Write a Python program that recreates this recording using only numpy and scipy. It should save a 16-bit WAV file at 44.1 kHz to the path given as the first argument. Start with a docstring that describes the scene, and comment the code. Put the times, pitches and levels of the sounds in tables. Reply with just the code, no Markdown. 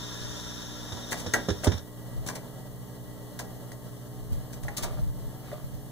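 """A jukebox changes its record close by: levers and latches drag, snap and ring as damped steel modes,
and the record tray knocks and rubs as cams swing it back into the stack.
Resonant noise is the needle in the run-out groove; its jolts boom in the loudspeaker until the turntable sinks away.
Behind lie mains harmonics, a turntable drone that beats with them, the gear whirr and a faint bearing squeak.
The hand-held stereo microphone adds hiss, handling rumble and thuds; a short diffuse room follows the blows."""
import sys
import numpy as np
from scipy import signal
from scipy.fft import rfft, irfft, next_fast_len
from scipy.io import wavfile
from scipy.ndimage import map_coordinates

SR = 44100
rng = np.random.default_rng(int(sys.argv[2]) if len(sys.argv) > 2 else 0)


def dump(signal):
    """Clip the signal to [-1, 1] and save it as 16-bit WAV at the path in sys.argv[1]."""
    limited = np.clip(np.atleast_2d(signal).T, -1, 1)
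    pcm = np.round(limited * 32767).astype(np.int16)
    wavfile.write(sys.argv[1], SR, pcm)


N = 260631

# Microphone and room
# jostles of the hand-held microphone: start_s, sway_db, thud_db
JOSTLES = [(0.249, -40, -53), (2.201, -32.5, -47), (4.225, -47, -44), (4.32, -37, -29.5), (4.375, -43, -36),
           (4.656, -34, -35), (4.851, -39, -43), (4.902, -46, -36.5), (4.991, -33, -33), (5.03, -35, -33.5),
           (5.09, -37, -43), (5.185, -54, -39.5), (5.24, -36.5, -50), (5.641, -52, -37),
           (5.736, -41, -37.5)]
# spectrum of a handling thud: freq_hz, density_db (per Hz, relative)
THUD_SPECTRUM = [(25, -16), (55, -1), (95, 4.0), (180, -10), (450, -45.0)]
# left-right likeness of a handling thud: freq_hz, likeness (-1 to 1, beyond is clipped)
THUD_ALIKE = [(30, -1.0), (70, -1.3), (130, -0.34)]
# spectrum of handling rumble: freq_hz, density_db (per Hz, relative)
RUMBLE_SPECTRUM = [(15, -11), (30, 3), (60, -5.5), (100, -12), (200, -14.5), (600, -75)]
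# left-right likeness of handling rumble: freq_hz, likeness (-1 to 1)
RUMBLE_ALIKE = [(30, -0.76), (55, -0.87), (90, -0.56)]
# spectrum of microphone hiss: freq_hz, density_db (per Hz, relative)
HISS_SPECTRUM = [(100, -21), (2000, -10), (5000, -3), (9500, 3.5), (12000, 1), (14300, 9), (15500, -0.5)]
# left-right likeness of most noises: freq_hz, likeness (-1 to 1)
ALIKE = [(100, 0.56), (600, 0.72), (1200, 0.46), (2000, 0), (3500, 0.072), (6000, 0), (15000, 0)]
# stereo widener: freq_hz, share of the opposite channel taken away (0 to 1, capped in use)
CROSSFEED = [(300, 0.12), (900, 0.16), (1500, 0.61), (2300, 0.93), (2750, 1), (5200, 0.45), (7800, 0.059),
             (10400, 0.16), (15000, 0.19)]
# decay of the room: freq_hz, t60_s
ROOM_DECAY = [(100, 0.16), (600, 0.25), (2000, 0.32), (6000, 0.21), (15000, 0.089)]

# Hum and running gear
# hum of motor and amplifier: mains_multiple, left_db, right_db
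HUM_HARMONICS = [(1, -59, -56.5), (2, -47, -46), (3, -53, -49.5), (4, -66, -51), (5, -53, -57),
                 (7, -62, -55.5), (8, -60.5, -71), (10, -94, -103), (13, -82, -92), (15, -63, -93),
                 (18, -68, -75), (20, -69, -105)]
# amplifier buzz, muted with the needle: mains_multiple, level_db
BUZZ_HARMONICS = [(1, -76), (3, -81), (4, -66), (5, -64)]
# faint electrical whine: pitch_hz, level_db
WHINE_TONES = [(9650, -76), (14223, -81), (14463, -101)]
# drone of the free-running turntable: time_s, pitch_hz
TURNTABLE_PITCH = [(1.9, 129.03), (2.25, 137.04), (2.6, 136.42), (3.3, 125.72), (3.7, 129.68),
                   (4.4, 135.44), (4.95, 134.66), (5.4, 138.21), (5.9, 137.87)]
# spectrum of the gear whirr ahead of the panels: freq_hz, density_db (per Hz, relative)
WHIRR_SPECTRUM = [(40, -12), (90, -5.5), (200, -3.5), (350, -7), (620, -12), (1000, -15.5), (1450, -26),
                  (1950, -19), (2400, -32), (3000, -20.5), (3700, -27), (4600, -26.5), (9500, -28.5),
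                  (15000, -35.5)]
# cabinet panels that the gear excites: freq_hz, width_hz, gain_db
PANELS = [(606, 134, 9), (760, 6.5, 14.5), (910, 6.1, 1), (1265, 140, 3.5), (1660, 23, 8.5),
          (1930, 57, 1.5)]
# cam strokes that load the gear: middle_s, length_s, rise_db
CAM_STROKES = [(1.225, 1.13, 4), (2.306, 0.85, 2), (3.495, 0.95, 1.5), (4.92, 0.36, 2)]
# faint squeaks of a dry bearing: peak_s, level_db
SQUEAKS = [(3.55, -68), (5.36, -70)]

# Needle and loudspeaker
# spectrum of needle noise ahead of the pickup: freq_hz, density_db (per Hz, relative)
NEEDLE_SPECTRUM = [(100, 0.5), (300, -8), (600, -5.5), (1000, -10), (1650, -6.5), (2200, -14), (3000, -8),
                   (3650, -7), (4400, -14), (5600, -6), (6800, -12), (8000, -22), (9500, -16.5),
                   (13000, -34)]
# resonances that colour needle noise: freq_hz, width_hz, gain_db
PICKUP = [(596, 15, 8.5), (988, 65, 10.5), (1374, 36, 8.5), (1658, 50, 6), (3450, 240, 2), (3700, 370, 7.5),
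          (5450, 370, 8.5), (5650, 100, 3), (6600, 180, 1), (7080, 180, 7.5)]
# needle noise bands that waver independently: freq_hz, width_hz, depth_db (scales a random curve)
WAVERING_BANDS = [(1400, 900, 1), (3800, 800, 1.04), (5650, 1100, 0.8)]
# needle jolts heard through the loudspeaker: start_s, level_db, thump_db
BUMPS = [(0.92, -43.5, -38), (0.968, -53, -54), (1.263, -36.5, -37), (1.486, -27, -34), (1.501, -32, -26.5),
         (1.6695, -23, -18), (1.718, -38, -39), (1.735, -55, -32), (1.777, -52, -51)]
# spectrum of a jolt's thud: freq_hz, density_db (per Hz, relative)
JOLT_SPECTRUM = [(40, -42), (130, -13), (230, 4), (420, 0), (650, -4), (950, -15), (1600, -16), (2300, -24),
                 (8000, -63)]
# left-right likeness of a jolt's thud: freq_hz, likeness (-1 to 1)
JOLT_ALIKE = [(100, 1.0), (2000, 0.44)]
# loudspeaker in its cabinet: freq_hz, motion_db (relative), t60_s
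SPEAKER_MODES = [(80, -6.5, 0.32), (91.8, 8, 0.11), (138, 4, 0.038), (177, -12, 0.11), (348, -32, 0.12)]
# loudspeaker box: freq_hz, motion_db (relative), t60_s
BOX_MODES = [(188.7, 5, 0.12), (252, -6.5, 0.048), (334, -7.5, 0.1), (402, -6.5, 0.086), (479, -12, 0.1),
             (596, -14, .045), (1384, -32, .04), (1747, -36, 0.1)]

# Tray, levers and latches
# dull knocks of tray and carrier: start_s, level_db, tilt_db (brightness per octave)
KNOCKS = [(1.644, -33.5, -10), (1.659, -33, 7), (4.649, -47, 5), (4.697, -56, 7), (4.782, -50, 21),
          (4.792, -49, 15), (4.842, -44.5, 17), (4.865, -49, 12), (4.907, -50, 10), (4.931, -50, 8),
          (4.973, -53, 14), (4.984, -46, 5), (4.995, -53, 4), (5.516, -46, -5), (5.528, -41, -18),
          (5.546, -48, -12)]
# tray rubs as it settles in the stack: peak_s (greatest pressure), level_db
RUBS = [(4.8, -57), (4.855, -50), (4.92, -63), (4.99, -57), (5.521, -47.5)]
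# spectrum of the rub: freq_hz, density_db (per Hz, relative)
SCRAPE_SPECTRUM = [(80, -23), (200, -3), (400, 7), (650, -13), (1300, -9), (2200, -7), (5000, -13),
                   (15000, -25)]
# record tray: freq_hz, level_db (relative, before tilt), t60_s (before any further damping)
TRAY_MODES = [(570, 0, 0.1), (616, 3, 0.12), (708, -2, 0.088), (794, -9.5, 0.09), (940, -17, 0.061),
              (1184, -9.5, 0.057), (1375, -19, 0.076), (1740, -30.5, 0.1)]
# the tray's steel hoop takes the record, then is jerked aside: start_s, level_db, tilt_db (per octave)
HOOP_STRIKES = [(2.287, -42, 2.5), (2.298, -51, -9), (3.396, -47.5, 1)]
# the hoop: freq_hz, level_db (relative, before tilt), t60_s
HOOP_MODES = [(870, -9, .08), (1000, 2, 0.095), (1650, 1.5, 0.086), (1890, -2, 0.055), (3900, -23, 0.08),
              (5870, 2, 0.031)]
# a small steel latch seats: start_s, level_db, tilt_db (per octave)
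LATCH_STRIKES = [(3.718, -55, 8), (4.682, -41, 0), (5.516, -54.5, 2)]
# the latch: freq_hz, level_db (relative, before tilt), t60_s
LATCH_MODES = [(815, -4, 0.13), (1700, -1.5, 0.035), (1917, 2.5, 0.062), (1980, 0.5, .03)]
# the trip lever snaps over and rebounds: start_s, level_db, tilt_db (per octave)
TRIP_STRIKES = [(1.3375, -26.5, 3.5), (1.3417, -30, -2.5)]
# the trip lever: freq_hz, level_db (relative, before tilt), t60_s
TRIP_MODES = [(1394, -4, 0.043), (1535, -13, .13), (1634, -7, .085), (1760, -8, 0.14), (1926, 2, 0.04),
              (2200, -3, .045), (2780, -6, 0.071), (4170, -17, 0.035), (6480, -7, 0.038)]
# levers and latches drag, then snap home: start_s, click_db, steel_db, cabinet_db, drag_s
CLACKS = [(1.11, -44, -60, -50, 0.0025), (1.12, -37, -38, -36.5, 0.0057), (1.128, -41, -38, -41, 0.003),
          (1.197, -43, -65, -45, 0.024), (1.3375, -30, -34.5, -29, 0.001), (1.635, -50, -43.5, -38, 0.0073),
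          (1.644, -33.5, -44, -41, .004), (1.719, -68, -44.5, -47, 0.0071), (2.263, -49, -63, -43, 0),
          (2.274, -42, -63, -53, 0.0099), (2.283, -46, -65, -47, 0.02), (2.287, -40.5, -49, -43, 0),
          (2.298, -53, -47, -49, 0), (2.355, -43, -51, -45, 0.0038), (2.366, -59, -51, -51, 0),
          (3.391, -41, -49, -48, 0.00085), (3.396, -45.5, -53, -42, 0.0052),
          (3.718, -53, -76, -51, 0.00085), (4.532, -48, -58, -73, 0.0048), (4.634, -50.5, -58, -53, 0.0046),
          (4.682, -52, -50, -45, 0), (4.771, -36, -71, -53, 0), (4.779, -37, -62, -47, 0.012),
          (4.833, -37, -50, -41.5, 0.0077), (4.837, -42.5, -51, -48, 0.0097),
          (4.846, -55, -51, -43, 0.0065)]
# steel levers: freq_hz, level_db (relative), t60_s (before further damping)
STEEL_MODES = [(880, -5, 0.23), (1100, -6, .12), (1417, 0.5, 0.053), (1546, -3, 0.12), (1630, -0.5, 0.07),
               (1720, -3, 0.068), (1934, 5, 0.036), (2105, 1.5, 0.054), (2340, 0, 0.083),
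               (2740, 3.5, 0.045), (5770, -2.5, 0.028), (6270, -3, 0.034)]
# spectrum of the contact click: freq_hz, density_db (per Hz, relative)
CLICK_SPECTRUM = [(800, -43), (2200, -0.5), (3200, -0.5), (4500, 0), (5700, 2.5), (6500, 3.5), (7600, 1),
                  (9300, 1), (11500, -5.5), (15000, -4)]
# spectrum of the wooden cabinet knock: freq_hz, density_db (per Hz, relative)
CABINET_SPECTRUM = [(25, -20), (60, 5), (120, 2.5), (330, 5), (650, 4), (950, -0.5), (1500, -13.5),
                    (3000, -52), (8000, -80)]

# Settings: _DB levels, _S and _T60 seconds, _HZ hertz
RUMBLE_DB, SWAY_T60 = -49, 0.3  # rumble at rest; its swell around a jostle
PORT_DELAY_S, TOP_HZ = .000386, 15650  # widener delay; upper limit of the band
MAINS_HZ = 60
MUTE_S = 1.8  # amplifier silent from here
HUM_FADE_S, HUM_FADE_DB_PER_S = 4.98, 3.5  # the hum grows fainter from here
MOTOR_HZ, MOTOR_DB, MOTOR_FADE_S, MOTOR_T60 = 1935, -68, 3.35, 4.3  # motor whine and its fade
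DRONE_DB, DRONE_DB_PER_HZ, DRONE_RISE_S = -49, 0.2, 0.33  # level at mean pitch; faster is louder
GEAR_DB = -49  # without load
SQUEAK_HZ, SQUEAK_ARCH_HZ, ARCH_S, SQUEAK_T60 = 11350, 880, .07, 1.2
GROOVE_DB, GROOVE_FADE_DB_PER_S = -40, 4.5  # level at the start; fades as the needle runs inward
TURN_SWING_DB, TURN_PEAK_S, TURNS_PER_S = 0.7, 0.4, 78 / 60  # swell once a turn
LIFT_S, LIFT_T60 = 1.77, 0.19  # the needle leaves the groove
BUMP_T60, THUMP_DELAY_S = 0.087, 0.00677
RASP_DB, RASP_GROWS = -41.5, 0.37  # treble rasp of an average jolt; dB more for each dB of jolt
RUB_RISE_T60, RUB_FALL_T60 = 0.58, 0.37
CLACK_T60, STEEL_T60 = 0.083, 0.15  # click decay; extra damping of the levers
CLACK_RISE_S, FIRM_DB = 0.00063, -37  # closing time; steel struck harder than this closes faster
DRAG_DB = -1  # drag relative to its click
CRACK_DB, CRACK_T60 = -5.5, 0.0086  # first instant of a contact, relative to its click


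def amp(db):
    """Amplitude of a level in decibels."""
    return 10 ** (np.asarray(db) / 20)


def unit(x):
    """Scales a signal to rms 1."""
    return x / np.sqrt(np.mean(x ** 2) + 1e-20)


def blow(x):
    """Scales a hit to rms 1 over its first 30 ms."""
    return x / np.sqrt(np.mean(x[..., :int(.03 * SR)] ** 2) + 1e-20)


def pan(db):
    """Left and right gains for a left-right level difference."""
    return amp([[db / 2], [-db / 2]])


def along(points, hz):
    """Reads (freq_hz, value) points along a log frequency axis."""
    freq, value = np.transpose(points)
    return np.interp(np.log(hz + 1), np.log(freq), value)


def since(s):
    """Seconds since the moment s, for each sample."""
    return np.arange(N) / SR - s


def fade(t, t60):
    """An exponential decay of 60 dB in t60 seconds, never quicker than 5 ms."""
    return np.exp(-np.log(1000) * t / np.maximum(t60, .005))


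def swell(s, rise_t60, fall_t60):
    """An envelope that grows to 1 at s and dies away."""
    t = since(s)
    return fade(np.abs(t), np.where(t < 0, rise_t60, fall_t60))


def wobble(rate):
    """A smooth random curve, rate knots a second."""
    knots = rng.standard_normal(int(N * rate / SR) + 4)
    return map_coordinates(knots, [np.arange(N) * rate / SR])


def sine(hz):
    """A sine of rms 1 that follows a pitch curve in hertz."""
    return np.sqrt(2) * np.sin(2 * np.pi * np.cumsum(hz) / SR)


def filtered(x, response):
    """Multiplies the spectrum of x by a response of frequency."""
    n = x.shape[-1]
    m = next_fast_len(n + 8192)
    return irfft(rfft(x, m) * response(np.fft.rfftfreq(m, 1 / SR)), m)[..., :n]


def noise(spectrum, size=N, alike=ALIKE):
    """Coloured stereo noise of rms 1; the mid-side balance sets the left-right likeness."""
    def response(hz):
        angle = np.arccos(np.clip(along(alike, hz), -1, 1)) / 2
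        return amp(along(spectrum, hz)) * [np.cos(angle), np.sin(angle)]

    mid, side = filtered(rng.standard_normal((2, size)), response)
    return unit(np.array([mid + side, mid - side]))


def peaks(rows, hz):
    """Gain of a set of (freq_hz, width_hz, gain_db) resonances."""
    return amp(sum(db / (1 + (2 * (hz - centre) / width) ** 2) for centre, width, db in rows))


def enclosed(x, depth_db, spacing_hz=38):
    """Dense standing waves of the cabinet ripple the spectrum above the low mids."""
    knots = rng.standard_normal(int(SR / spacing_hz) + 4)

    def response(hz):
        ripple = map_coordinates(knots, [hz / spacing_hz])
        return amp(depth_db * hz / (hz + 1200) * ripple)

    return filtered(x, response)


def ring(modes, t, scatter_db):
    """Damped modes, struck at new strengths and reaching each microphone port differently."""
    hz, db, t60 = np.transpose(modes)[:, :, None]
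    strength = amp(db + scatter_db * rng.standard_normal((2, len(modes), 1)))
    phase = rng.uniform(0, 2 * np.pi, (len(modes), 1)) + .5 * rng.standard_normal((2, len(modes), 1))
    return np.sum(strength * fade(t, t60) * np.sin(2 * np.pi * hz * t + phase), axis=1)


def tilted(modes, tilt_db):
    """Favours the upper modes by tilt_db an octave above the first."""
    return [(hz, db + tilt_db * np.log2(hz / modes[0][0]), t60) for hz, db, t60 in modes]


def add(track, s, x):
    """Mixes x into the track at s seconds."""
    part = track[:, max(round(s * SR), 0):][:, :x.shape[-1]]
    part += x[..., :part.shape[-1]]


def floor():
    """Handling rumble, swelling at each jostle and nearly opposite at the two ports, over microphone hiss."""
    sway = amp(RUMBLE_DB) + sum(amp(db) * swell(s, SWAY_T60, SWAY_T60) for s, db, _ in JOSTLES)
    rumble = sway * amp(0.69 * wobble(25)) * noise(RUMBLE_SPECTRUM, alike=RUMBLE_ALIKE)
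    hiss = amp(-56.0) * noise(HISS_SPECTRUM)
    return pan(2.0) * rumble + pan(2.4) * hiss


def jostles(t60=0.19, rise_s=0.003):
    """Each jostle thuds dully in the microphone as a short burst of bass noise."""
    track, t = np.zeros((2, N)), np.arange(SR // 3) / SR
    envelope = (1 - np.exp(-t / rise_s)) * fade(t, t60)
    for s, _, thud_db in JOSTLES:
        thud = noise(THUD_SPECTRUM, size=len(t), alike=THUD_ALIKE)
        add(track, s, amp(thud_db) * blow(thud * envelope))
    return track


def room(x):
    """A diffuse tail in which each frequency dies at its own speed."""
    hz, t, z = signal.stft(rng.standard_normal((2, SR // 2)), SR, nperseg=256)
    decay = fade(t, along(ROOM_DECAY, hz)[:, None])
    tail = signal.istft(z * decay, SR, nperseg=256)[1]
    tail = np.pad(tail / np.linalg.norm(tail[0]), ((0, 0), (int(.008 * SR), 0)))  # starts 8 ms late
    return signal.fftconvolve(x, tail, axes=1)[:, :N]


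def hum(waver_db=1.5, flutter_db=1.3):
    """Mains harmonics from motor and amplifier, each slightly unsteady, and a faint high whine."""
    t = since(0)

    def tone(hz):
        unsteady_db = waver_db * wobble(3.76) + flutter_db * min(hz / 300, 1) * wobble(21.97)
        return np.sqrt(2) * amp(unsteady_db) * np.sin(2 * np.pi * hz * t)

    motor = sum(amp([[left], [right]]) * tone(k * MAINS_HZ) for k, left, right in HUM_HARMONICS)
    live = np.clip((MUTE_S - t) / .02, 0, 1)
    amplifier = live * sum(amp(db) * tone(k * MAINS_HZ) for k, db in BUZZ_HARMONICS)
    hum_fade = amp(-HUM_FADE_DB_PER_S * np.maximum(since(HUM_FADE_S), 0))
    whine = sum(amp(db) * tone(hz) for hz, db in WHINE_TONES)
    return hum_fade * motor + amplifier + whine


def motor_whine(waver_db=3.0):
    """A thin, unsteady motor tone that dies down once the turntable has sunk."""
    decay = fade(np.maximum(since(MOTOR_FADE_S), 0), MOTOR_T60)
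    return amp(MOTOR_DB + waver_db * wobble(21.93)) * decay * sine(MOTOR_HZ + 18 * wobble(90))


def turntable():
    """A drone just above twice the mains frequency, so that it throbs against the hum."""
    time_s, pitch_hz = np.transpose(TURNTABLE_PITCH)
    hz = np.interp(since(0), time_s, pitch_hz)
    rise = np.clip(since(time_s[0]) / DRONE_RISE_S, 0, 1)
    level = amp(DRONE_DB + DRONE_DB_PER_HZ * (hz - hz.mean()))
    return pan(-1.8) * level * rise * sine(hz)


def gear(buzz=0.036):
    """The gear train whirrs through cabinet panels, pulsing with motor torque and louder under load."""
    load_db = sum(rise * np.cos(np.pi * np.clip(since(s) / length, -.5, .5))
                  for s, length, rise in CAM_STROKES)
    torque = 1 + buzz * np.sin(2 * np.pi * 2 * MAINS_HZ * since(0))
    whirr = filtered(noise(WHIRR_SPECTRUM), lambda hz: peaks(PANELS, hz))
    whirr = unit(enclosed(whirr, depth_db=2.8))
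    return amp(GEAR_DB + load_db + 0.76 * wobble(8) + 1.27 * wobble(45)) * torque * whirr


def squeak(jitter_hz=35):
    """A bearing sings thinly, its pitch arching as the load passes."""
    arch = sum(np.exp(-(since(s) / ARCH_S) ** 2) for s, _ in SQUEAKS)
    hz = SQUEAK_HZ + SQUEAK_ARCH_HZ * arch + jitter_hz * wobble(120)
    level = sum(amp(db) * swell(s, SQUEAK_T60, SQUEAK_T60) for s, db in SQUEAKS)
    return level * amp(2 * wobble(30)) * sine(hz)


def wavering_bands(x, rate=70):
    """Three bands of the needle noise waver in level, each by its own random curve."""
    def band(centre, width):
        return filtered(x, lambda hz: np.exp(-(2 * (hz - centre) / width) ** 2))

    return x + sum((amp(db * wobble(rate)) - 1) * band(centre, width)
                   for centre, width, db in WAVERING_BANDS)


def groove(crackle_db=0.5, flutter_db=0.37, tick_rate=160, tick_size=2.6):
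    """Grainy surface noise and dust ticks under the needle, coloured by the pickup's resonances."""
    turn_db = TURN_SWING_DB * np.cos(2 * np.pi * TURNS_PER_S * since(TURN_PEAK_S))
    db = GROOVE_DB - GROOVE_FADE_DB_PER_S * since(0) + turn_db + flutter_db * wobble(30.85)
    contact = fade(np.maximum(since(LIFT_S), 0), LIFT_T60)
    grit = rng.standard_normal((2, N)) * amp(crackle_db * wobble(300))
    ticks = (rng.random(N) < tick_rate / SR) * rng.exponential(1, N)
    grit[0] += tick_size * ticks  # the mid channel only
    mid, side = filtered(grit, lambda hz: amp(along(NEEDLE_SPECTRUM, hz)) * peaks(PICKUP, hz))
    hiss = wavering_bands(enclosed(np.array([mid + side, mid - side]), depth_db=4.5))
    return pan(3.6) * amp(db) * contact * unit(hiss)


def bumps(attack_s=0.0012, swell_s=0.0043, box_db=-1, box_rise_s=0.00072, thud_db=-5):
    """A needle jolt rasps in the loudspeaker and rings its box; the cone then booms at its bass resonance."""
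    track, t = np.zeros((2, N)), np.arange(SR // 3) / SR

    def radiated(modes, rise_s):
        motion = sum(amp(db) * fade(t, t60) * np.sin(2 * np.pi * hz * t) for hz, db, t60 in modes)
        return blow(np.gradient(motion * (1 - np.exp(-t / rise_s))))  # the motion's rate of change

    thump = radiated(SPEAKER_MODES, swell_s)
    box = amp(box_db) * radiated(BOX_MODES, box_rise_s)
    burst = (1 - np.exp(-t / attack_s)) * fade(t, BUMP_T60)
    average_db = np.mean([db for _, db, _ in BUMPS])
    for s, db, thump_db in BUMPS:
        thud = amp(thud_db) * blow(noise(JOLT_SPECTRUM, size=len(t), alike=JOLT_ALIKE) * burst)
        scratch = filtered(noise(NEEDLE_SPECTRUM, size=len(t)), lambda hz: peaks(PICKUP, hz))
        rasp = amp(RASP_DB + RASP_GROWS * (db - average_db)) * blow(scratch * burst)
        add(track, s, pan(-4.5) * amp(db) * (thud + box) + rasp)
        add(track, s + THUMP_DELAY_S, pan(-6.5) * amp(thump_db) * thump)
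    return track


def slide(chatter_db=3.5, rattle_db=-3.5, rattle_rate=70, rattle_tilt_db=10, held_t60=0.059):
    """The tray rubs unevenly on its guide and rattles against its neighbours, which damp it."""
    pressure = sum(amp(db) * swell(s, RUB_RISE_T60, RUB_FALL_T60) for s, db in RUBS)
    rub = amp(chatter_db * wobble(70)) * noise(SCRAPE_SPECTRUM)
    t = np.arange(SR // 8) / SR
    taps = (rng.random((1, N)) < rattle_rate / SR) * rng.standard_normal((1, N))
    held_tray = ring(tilted(TRAY_MODES, rattle_tilt_db), t, scatter_db=-3.0) * fade(t, held_t60)
    rattle = signal.fftconvolve(taps, held_tray, axes=1)[:, :N]
    return pan(2.4) * pressure * (rub + amp(rattle_db) * unit(rattle))


def struck(strikes, modes, length, attack_s, rattle_db, rattle_rate, pan_db):
    """Blows ring a part's modes with an uneven rattle; tilt favours the upper modes."""
    track, t = np.zeros((2, N)), np.arange(length) / SR
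    for s, db, tilt_db in strikes:
        rattle = amp(rattle_db * wobble(rattle_rate)[:len(t)])
        tone = ring(tilted(modes, tilt_db), t, scatter_db=1.0) * rattle * (1 - np.exp(-t / attack_s))
        add(track, s, pan(pan_db) * amp(db) * blow(tone))
    return track


def knocks():
    """The tray rings briefly, rattling in its loose seat."""
    return struck(KNOCKS, TRAY_MODES, SR // 3, attack_s=0.00062, rattle_db=2, rattle_rate=280, pan_db=1.1)


def clinks(strikes, modes, rattle_db):
    """A loose steel part is struck and rings briefly; its tilt sets how bright the contact is."""
    return struck(strikes, modes, SR // 4, attack_s=0.00012, rattle_db=rattle_db, rattle_rate=276, pan_db=3.4)


def clacks(cabinet_t60=0.23, rattle_db=2):
    """Each contact drags, clicks, rings the levers and knocks the wooden cabinet."""
    track, t = np.zeros((2, N)), np.arange(SR // 3) / SR
    click_decay = fade(t, CLACK_T60) + amp(CRACK_DB) * fade(t, CRACK_T60)
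    for s, click_db, steel_db, cabinet_db, drag_s in CLACKS:
        rise_s = CLACK_RISE_S * min(1, np.sqrt(amp(FIRM_DB - steel_db)))
        attack = 1 - np.exp(-t / rise_s)
        rattle = amp(rattle_db * wobble(320)[:len(t)])  # loose joints chatter as they close
        wood = noise(CABINET_SPECTRUM, size=len(t)) * attack * fade(t, cabinet_t60)
        steel = ring(STEEL_MODES, t, scatter_db=3.5) * attack * rattle * fade(t, STEEL_T60)
        click = noise(CLICK_SPECTRUM, size=len(t)) * attack * rattle * click_decay
        metal = amp(steel_db) * blow(steel) + amp(click_db) * blow(click)
        scuff = amp(click_db + DRAG_DB) * noise(CLICK_SPECTRUM, size=len(t)) * rattle * (t < drag_s)
        add(track, s, pan(0.44) * amp(cabinet_db) * blow(wood) + pan(3.3) * metal)
        add(track, s - drag_s, pan(5.2) * scuff)
    return track


def scene():
    """Levers, latch, tray and needle jolts sound in the room, over the running machine."""
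    levers = clacks() + knocks() + clinks(HOOP_STRIKES, HOOP_MODES, rattle_db=7.0)
    latch = clinks(LATCH_STRIKES, LATCH_MODES, rattle_db=1.0)
    latch = latch + clinks(TRIP_STRIKES, TRIP_MODES, rattle_db=3.0)
    needle = bumps()
    echo = room(amp(-11.5) * levers + amp(-14.5) * latch + amp(-11.5) * needle)
    machine = hum() + motor_whine() + turntable() + gear() + squeak() + slide() + groove()
    return floor() + jostles() + machine + echo + needle + latch + levers


def record(dry):
    """The recorder widens the stereo by subtracting a delayed opposite channel, then limits the band."""
    def share(hz):
        return np.clip(along(CROSSFEED, hz), 0, .95)

    opposite = filtered(dry[::-1], lambda hz: share(hz) * np.exp(-2j * np.pi * hz * PORT_DELAY_S))
    # the division makes up for the power that the subtraction adds
    return filtered(dry - opposite, lambda hz: (hz < TOP_HZ) / np.sqrt(1 + share(hz) ** 2))


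dry = scene()
out = record(dry)
dump(out)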